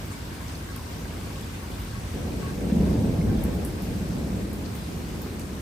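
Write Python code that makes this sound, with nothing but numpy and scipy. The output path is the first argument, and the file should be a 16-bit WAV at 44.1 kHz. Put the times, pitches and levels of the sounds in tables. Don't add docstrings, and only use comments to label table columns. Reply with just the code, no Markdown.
import sys
import numpy as np
from scipy import signal
from scipy.fft import rfft, irfft, next_fast_len
from scipy.io import wavfile
from scipy.ndimage import uniform_filter1d

SR = 44100
rng = np.random.default_rng(int(sys.argv[2]) if len(sys.argv) > 2 else 0)


def wav_out(sig):
    wavfile.write(sys.argv[1], SR, np.round(np.clip(np.atleast_2d(sig).T, -1, 1) * 32767).astype(np.int16))


N = 247401
TIME, HZ = np.arange(N) / SR, np.fft.rfftfreq(N, 1 / SR)

# start in seconds,
# hold in seconds, then the relative levels of roll, rumble and growl in dB.
PEALS = [(0.925, 0.36, -44.5, -40.5, -48.5), (1.665, 0.48, -61, -35, -71), (2.084, 0.34, -33, -35.5, -39.5),
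         (2.537, 0.23, -29.5, -33, -36), (2.698, 0.39, -27, -25.5, -34.5), (3.183, 0.14, -26, -24, -36.5),
         (3.384, 0.11, -35.5, -35, -36.5), (3.792, 0.3, -32.5, -32.5, -42.5),
         (4.07, 0.32, -32.5, -34.5, -40), (4.508, 0.067, -36, -39, -48), (4.812, 0.23, -36.5, -41.5, -45.5),
         (5.077, 0.6, -39, -49.5, -47)]
# frequency in Hz, relative level in dB.
RUMBLE_TONE = [(15, -48), (25, -1), (40, -6.5), (60, 2), (80, -0.5), (105, -2), (135, -10), (190, -20),
               (900, -110)]
ROLL_TONE = [(70, -28), (110, -4), (135, -4.5), (165, -0.5), (205, -5.5), (250, -2.5), (300, -7),
             (370, -12), (500, -25.5), (2000, -110)]
GROWL_TONE = [(200, -16.5), (350, -0.5), (480, -2), (600, -7.5), (800, -13.5), (1100, -25.5), (1800, -43),
              (7000, -110)]
BOOM_TONE = [(60, -110), (165, -3), (190, -3.5), (215, 2.5), (245, -14), (700, -110)]
# start in seconds, relative level in dB, pitch in Hz.
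CLAPS = [(2.711, -5, 201), (2.754, -4, 206), (2.795, -11, 192), (2.83, -12, 192), (2.875, -15, 88),
         (2.893, -11, 170), (2.94, -14, 279), (2.988, -17, 230), (3.031, -7, 200), (3.076, -10.5, 188),
         (3.122, -13, 221), (3.178, -9.5, 173), (3.272, -15, 104), (3.294, -13.5, 170), (3.318, -15.5, 292),
         (3.435, -14.5, 205), (3.81, -14.5, 185), (4.014, -17, 210), (4.33, -14, 186), (4.415, -16, 194)]
# frequency in Hz, relative level in dB.
WASH_TONE = [(100, -34), (300, 4.5), (600, 1.5), (800, 2), (1000, 0.5), (1300, -1.5), (1600, -2.5),
             (2200, -3.5), (3200, -6), (5000, -7.5), (7200, -11), (9700, -11), (11500, -13), (15700, -15)]
PATTER_TONE = [(500, -4), (1200, 4), (2500, 2.5), (5000, -6.5), (9000, -1.5), (16000, -4)]
# start in seconds, peak in dB, brightest frequency in Hz,
# width in octaves, then spray and echo in dB compared with the tick.
CLOSE_DROPS = [(0.0555, -30, 14500, .25, -24, -14), (0.763, -20, 11800, 0.24, -34, -18),
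               (1.4115, -31, 11100, .3, -25, -10), (1.7945, -36, 13000, .3, -15, -20),
               (3.4392, -13, 12500, 0.42, -40, -9), (3.5425, -29, 14000, .3, -22, -9.5),
               (3.650, -18, 10500, 0.24, -25, -9), (3.821, -23, 12500, 0.44, -25, -10),
               (4.5325, -23, 11700, .36, -26, -14), (4.752, -20.5, 13600, .7, -29, -13),
               (5.2175, -24, 14600, .16, -22, -10), (5.396, -19.5, 9500, .8, -30, -19)]
# start in seconds, level in dB, left over right in dB,
# brightest frequency in Hz.
SPLASHES = [(0.116, -45.5, 2, 7950), (.48, -46, 5, 5200), (3.655, -59, 2, 8300), (4.65, -51, 2, 4600),
            (5.395, -51, 1, 6800)]
# start in seconds, relative level in dB, pitch in Hz.
PLINKS = [(.134, -39, 2260), (.488, -41, 4500), (.551, -38, 4420), (.756, -42, 3270), (1.177, -40, 2130),
          (1.272, -41, 2330), (1.356, -38, 2540), (1.406, -42, 2900), (1.431, -43, 3400),
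          (2.699, -38, 2700), (2.715, -40, 3350), (3.211, -34.5, 2150), (4.651, -42, 4270),
          (4.752, -46, 2480), (5.395, -41, 2280), (5.414, -40, 4540)]
# start in seconds, relative level in dB, pitch in Hz,
# hold in seconds, overtone in dB compared with the note.
DRIPS = [(0.36, -52.5, 935, 0.055, -17), (0.406, -46, 1033, 0.016, -6), (.496, -47, 1000, .014, -12),
         (0.687, -50.5, 1120, 0.03, -2), (0.754, -50, 1077, .03, -10), (.79, -53, 1026, 0.04, -8),
         (0.87, -54, 940, 0.046, -14), (1.054, -45, 935, .013, 1), (1.275, -51, 1110, .01, -10),
         (1.302, -51, 960, .014, -14), (1.347, -48, 1100, 0.036, -7), (1.64, -47, 946, 0.016, -8),
         (1.951, -45, 1114, 0.019, -5), (2.43, -43.5, 1110, 0.036, -15), (2.475, -47, 1106, 0.031, -5),
         (3.281, -55, 1083, 0.038, 7)]
# pitch in Hz, width in Hz, relative level in dB.
GUTTER_NOTES = [(955, 94, -1.5), (1091, 70, -1.5), (1558, 124, 0)]
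# frequency in Hz, likeness from 0 to 1.
THUNDER_LIKENESS = [(45, .995), (70, .975), (140, .95), (210, .92), (330, .78), (500, .6), (900, .3)]
RAIN_LIKENESS = [(300, 0.8), (800, 0), (2000, 0.06), (7000, 0.17), (8000, 1), (16000, 1)]
# frequency in Hz, left over right in dB.
THUNDER_BALANCE = [(60, -0.2), (210, -0.51), (330, .5), (500, 1.8), (900, -1.4)]
RAIN_BALANCE = [(600, 1.5), (2500, -0.5), (4000, 1), (5000, 5), (7200, 4), (7900, 0)]


def thunder(boom_growth=1.48):
    roll_swell, rumble_swell, growl_swell = swells()
    boom_swell = (roll_swell / roll_swell.max()) ** boom_growth
    rumble = amp(-1.5) * shocks(RUMBLE_TONE, per_s=900, spread_db=2.0) * rumble_swell
    roll = amp(-2.0) * shocks(ROLL_TONE, per_s=900, spread_db=1.0) * roll_swell
    growl = amp(0.5) * shocks(GROWL_TONE, per_s=900, spread_db=1.5) * growl_swell
    boom = amp(-27.5) * shocks(BOOM_TONE, per_s=650, spread_db=-0.5) * boom_swell
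    return rumble + roll + growl + boom


def swells():
    power = np.ones(N) * amp([[-38.5], [-35], [-51.5]]) ** 2
    for start, hold, roll_db, rumble_db, growl_db in PEALS:
        body = peal(start, hold, fade_db_per_s=26)
        deep = peal(start, hold, fade_db_per_s=28)
        power += np.array([amp(roll_db) * body, amp(rumble_db) * deep, amp(growl_db) * body]) ** 2
    return np.sqrt(power)


def peal(start, hold, fade_db_per_s, rise_s=0.095):
    age = TIME - start
    return np.clip(age / rise_s, 0, 1) * amp(-fade_db_per_s * np.maximum(age - hold, 0))


def shocks(tone, per_s, spread_db):
    waves = stereo(colour(impacts(per_s, spread_db), tone), THUNDER_LIKENESS, THUNDER_BALANCE)
    power = uniform_filter1d((waves ** 2).mean(0), size=3400)
    power = uniform_filter1d(power, size=2600)
    return waves / np.sqrt(abs(power) + 1e-9)


def claps(cycles=6.74):
    out = np.zeros(N)
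    for start, db, hz in CLAPS:
        length = cycles / hz
        t = np.arange(0, length, 1 / SR)
        shape = np.sin(np.pi * t / length) ** 2
        add(out, start, amp(db) * shape * np.sin(2 * np.pi * hz * t))
    return amp(-9.0) * out


def rain(gain_db=0.92, ease_db_per_s=0.1864):
    far = amp(-43.0) * stereo(wash(), RAIN_LIKENESS, RAIN_BALANCE)
    near = amp(-52.5) * stereo(patter(), RAIN_LIKENESS, RAIN_BALANCE)
    return (far + near) * amp(gain_db - ease_db_per_s * TIME)


def wash(patchy_db=1.0, swell_db=0.43):
    _, frames, spectrum = signal.stft(rng.standard_normal((2, N)), SR, nperseg=512)
    patches = uniform_filter1d(rng.standard_normal(spectrum.shape[1:]), size=10, axis=0)
    patches = unit(uniform_filter1d(patches, size=14, axis=1))
    swell = unit(uniform_filter1d(rng.standard_normal(len(frames)), size=20))
    _, noise = signal.istft(spectrum * amp(patchy_db * patches + swell_db * swell), SR, nperseg=512)
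    return colour(noise[:, :N], WASH_TONE)


def patter(leaves=40, fade_cycles=16, octaves=0.09):
    out, t = np.zeros((2, N)), np.arange(2048) / SR
    for hz in np.geomspace(1000, 13000, leaves):
        splat = unit(hiss(hz, octaves, len(t))[0] * np.exp(-t * hz / fade_cycles))
        out += signal.oaconvolve(impacts(per_s=8, spread_db=2.0), splat[None], axes=1)[:, :N]
    return colour(out, PATTER_TONE)


def close_drops(spray_s=0.052, spray_octaves=0.33, echo_s=0.0122):
    out, t = np.zeros(N), np.arange(4096) / SR
    for start, db, hz, octaves, spray_db, echo_db in CLOSE_DROPS:
        tick = np.roll(irfft(band(hz, octaves, len(t))), 16)
        tick *= amp(db) / tick.max()
        spray = amp(db + spray_db) * hiss(hz, spray_octaves, len(t))[0] * np.exp(-t / spray_s)
        add(out, start, tick + spray)
        add(out, start + echo_s, amp(echo_db) * tick)
    left = irfft(rfft(out) * treble_lag(HZ), N)
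    return np.array([left, out])


def splashes(fade_s=0.032, octaves=0.32):
    out, t = np.zeros((2, N)), np.arange(8192) / SR
    for start, db, pan_db, hz in SPLASHES:
        spikes = rng.standard_normal((2, len(t))) ** 5
        crackle = unit(irfft(rfft(spikes) * band(hz, octaves, len(t))))
        pan = amp([[pan_db / 2], [-pan_db / 2]])
        add(out, start, amp(db) * crackle * np.exp(-t / fade_s) * pan)
    return out


def plinks(rise_s=0.0019, fade_s=0.0052, glide_per_s=1.4, splash_db=-8):
    out, t = np.zeros((2, N)), np.arange(2048) / SR
    for start, db, hz in PLINKS:
        turns = hz * t * (1 + glide_per_s * t / 2) + rng.uniform(0, 0.49, (2, 1))
        bubble = np.sin(2 * np.pi * turns)
        splash = amp(splash_db) * hiss(hz, octaves=0.35, size=len(t))
        shape = (1 - np.exp(-t / rise_s)) * np.exp(-t / fade_s)
        add(out, start, amp(db) * (bubble + splash) * shape)
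    return out * amp([[-0.5], [0.5]])


def gutter(trickle_db=-52, ease_db_per_s=1):
    trickle = impacts(per_s=120, spread_db=4.0)
    ringing = unit(sum(amp(db) * ring(trickle, hz, width) for hz, width, db in GUTTER_NOTES))
    out = amp(trickle_db - ease_db_per_s * TIME) * ringing
    for start, db, hz, hold, overtone_db in DRIPS:
        add(out, start, amp(db) * drip(hz, hold, overtone_db))
    return out * amp([[0.5], [-3.5]])


def drip(hz, hold, overtone_db, rise_s=0.0024, fade_s=0.0064, tap_db=5.5, tap_s=0.0036):
    t = np.arange(SR // 2) / SR
    overtone_hz = 1590 * (1 + 0.028 * rng.standard_normal())
    note = plop(hz, t, width_hz=40, blur=0.25)
    overtone = amp(overtone_db) * plop(overtone_hz, t, width_hz=130, blur=0.85)
    shape = np.minimum(t / rise_s, 1) * np.exp(-np.maximum(t - hold, 0) / fade_s)
    tap = amp(tap_db) * hiss(hz=1500, octaves=0.45, size=len(t)) * np.exp(-t / tap_s)
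    return (note + overtone) * shape + tap


def plop(hz, t, width_hz, blur):
    stir = ring(rng.standard_normal((2, 2 * len(t))), hz, width_hz)[:, len(t):]
    return unit(np.sin(2 * np.pi * hz * t) + blur * stir)


def ring(x, hz, width_hz):
    pole = np.exp((2j * np.pi * hz - np.pi * width_hz) / SR)
    return unit(signal.lfilter([1], [1, -2 * pole, pole ** 2], x).real)


def impacts(per_s, spread_db):
    strength = amp(spread_db * np.minimum(rng.exponential(1, (2, N)), 4))
    return strength * rng.choice([-1, 1], (2, N)) * (rng.random((2, N)) < per_s / SR)


def hiss(hz, octaves, size):
    return unit(irfft(rfft(rng.standard_normal((2, size))) * band(hz, octaves, size), size))


def band(hz, octaves, size):
    away = np.log2((np.fft.rfftfreq(size, 1 / SR) + 1) / hz) / octaves
    return np.exp(-away ** 2 / 2)


def stereo(pair, likeness, balance):
    size = next_fast_len(N)
    hz = np.fft.rfftfreq(size, 1 / SR)
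    first, second = rfft(pair, size)
    same = np.clip(look_up(likeness, hz), 0, 1)
    lean = amp(look_up(balance, hz) / 2)
    shared, apart = first * np.sqrt(1 + same), second * np.sqrt(1 - same)
    left = (shared + apart) * lean * treble_lag(hz)
    right = (shared - apart) / lean
    return unit(irfft([left, right], size)[:, :N])


def treble_lag(hz, lag_s=0.000329, above_hz=7000, in_step_hz=11200):
    return np.exp(-2j * np.pi * (hz - in_step_hz) * lag_s * (hz > above_hz))


def colour(x, tone):
    size = next_fast_len(x.shape[-1])
    gain = amp(look_up(tone, np.fft.rfftfreq(size, 1 / SR)))
    return irfft(rfft(x, size) * gain, size)[..., :x.shape[-1]]


def look_up(table, hz):
    row_hz, value = np.transpose(table)
    return np.interp(np.log(hz + 1), np.log(row_hz + 1), value)


def add(mix, start, sound):
    part = mix[..., round(start * SR):][..., :sound.shape[-1]]
    part += sound[..., :part.shape[-1]]


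def amp(db):
    return 10 ** (np.asarray(db) / 20)


def unit(x):
    return x / np.sqrt(np.mean(x ** 2) + 1e-20)


def scene():
    return thunder() + claps() + rain() + close_drops() + splashes() + plinks() + gutter()


def record(dry, lowest_hz=41.7, highest_hz=15950):
    thinned = irfft(rfft(dry) / np.sqrt(1 + (lowest_hz / (HZ + 1)) ** 12), N)
    treble_cut = signal.firwin(511, highest_hz, window=("kaiser", 9), fs=SR)
    return signal.oaconvolve(thinned, treble_cut[None], "same")


dry = scene()
out = record(dry)
wav_out(out)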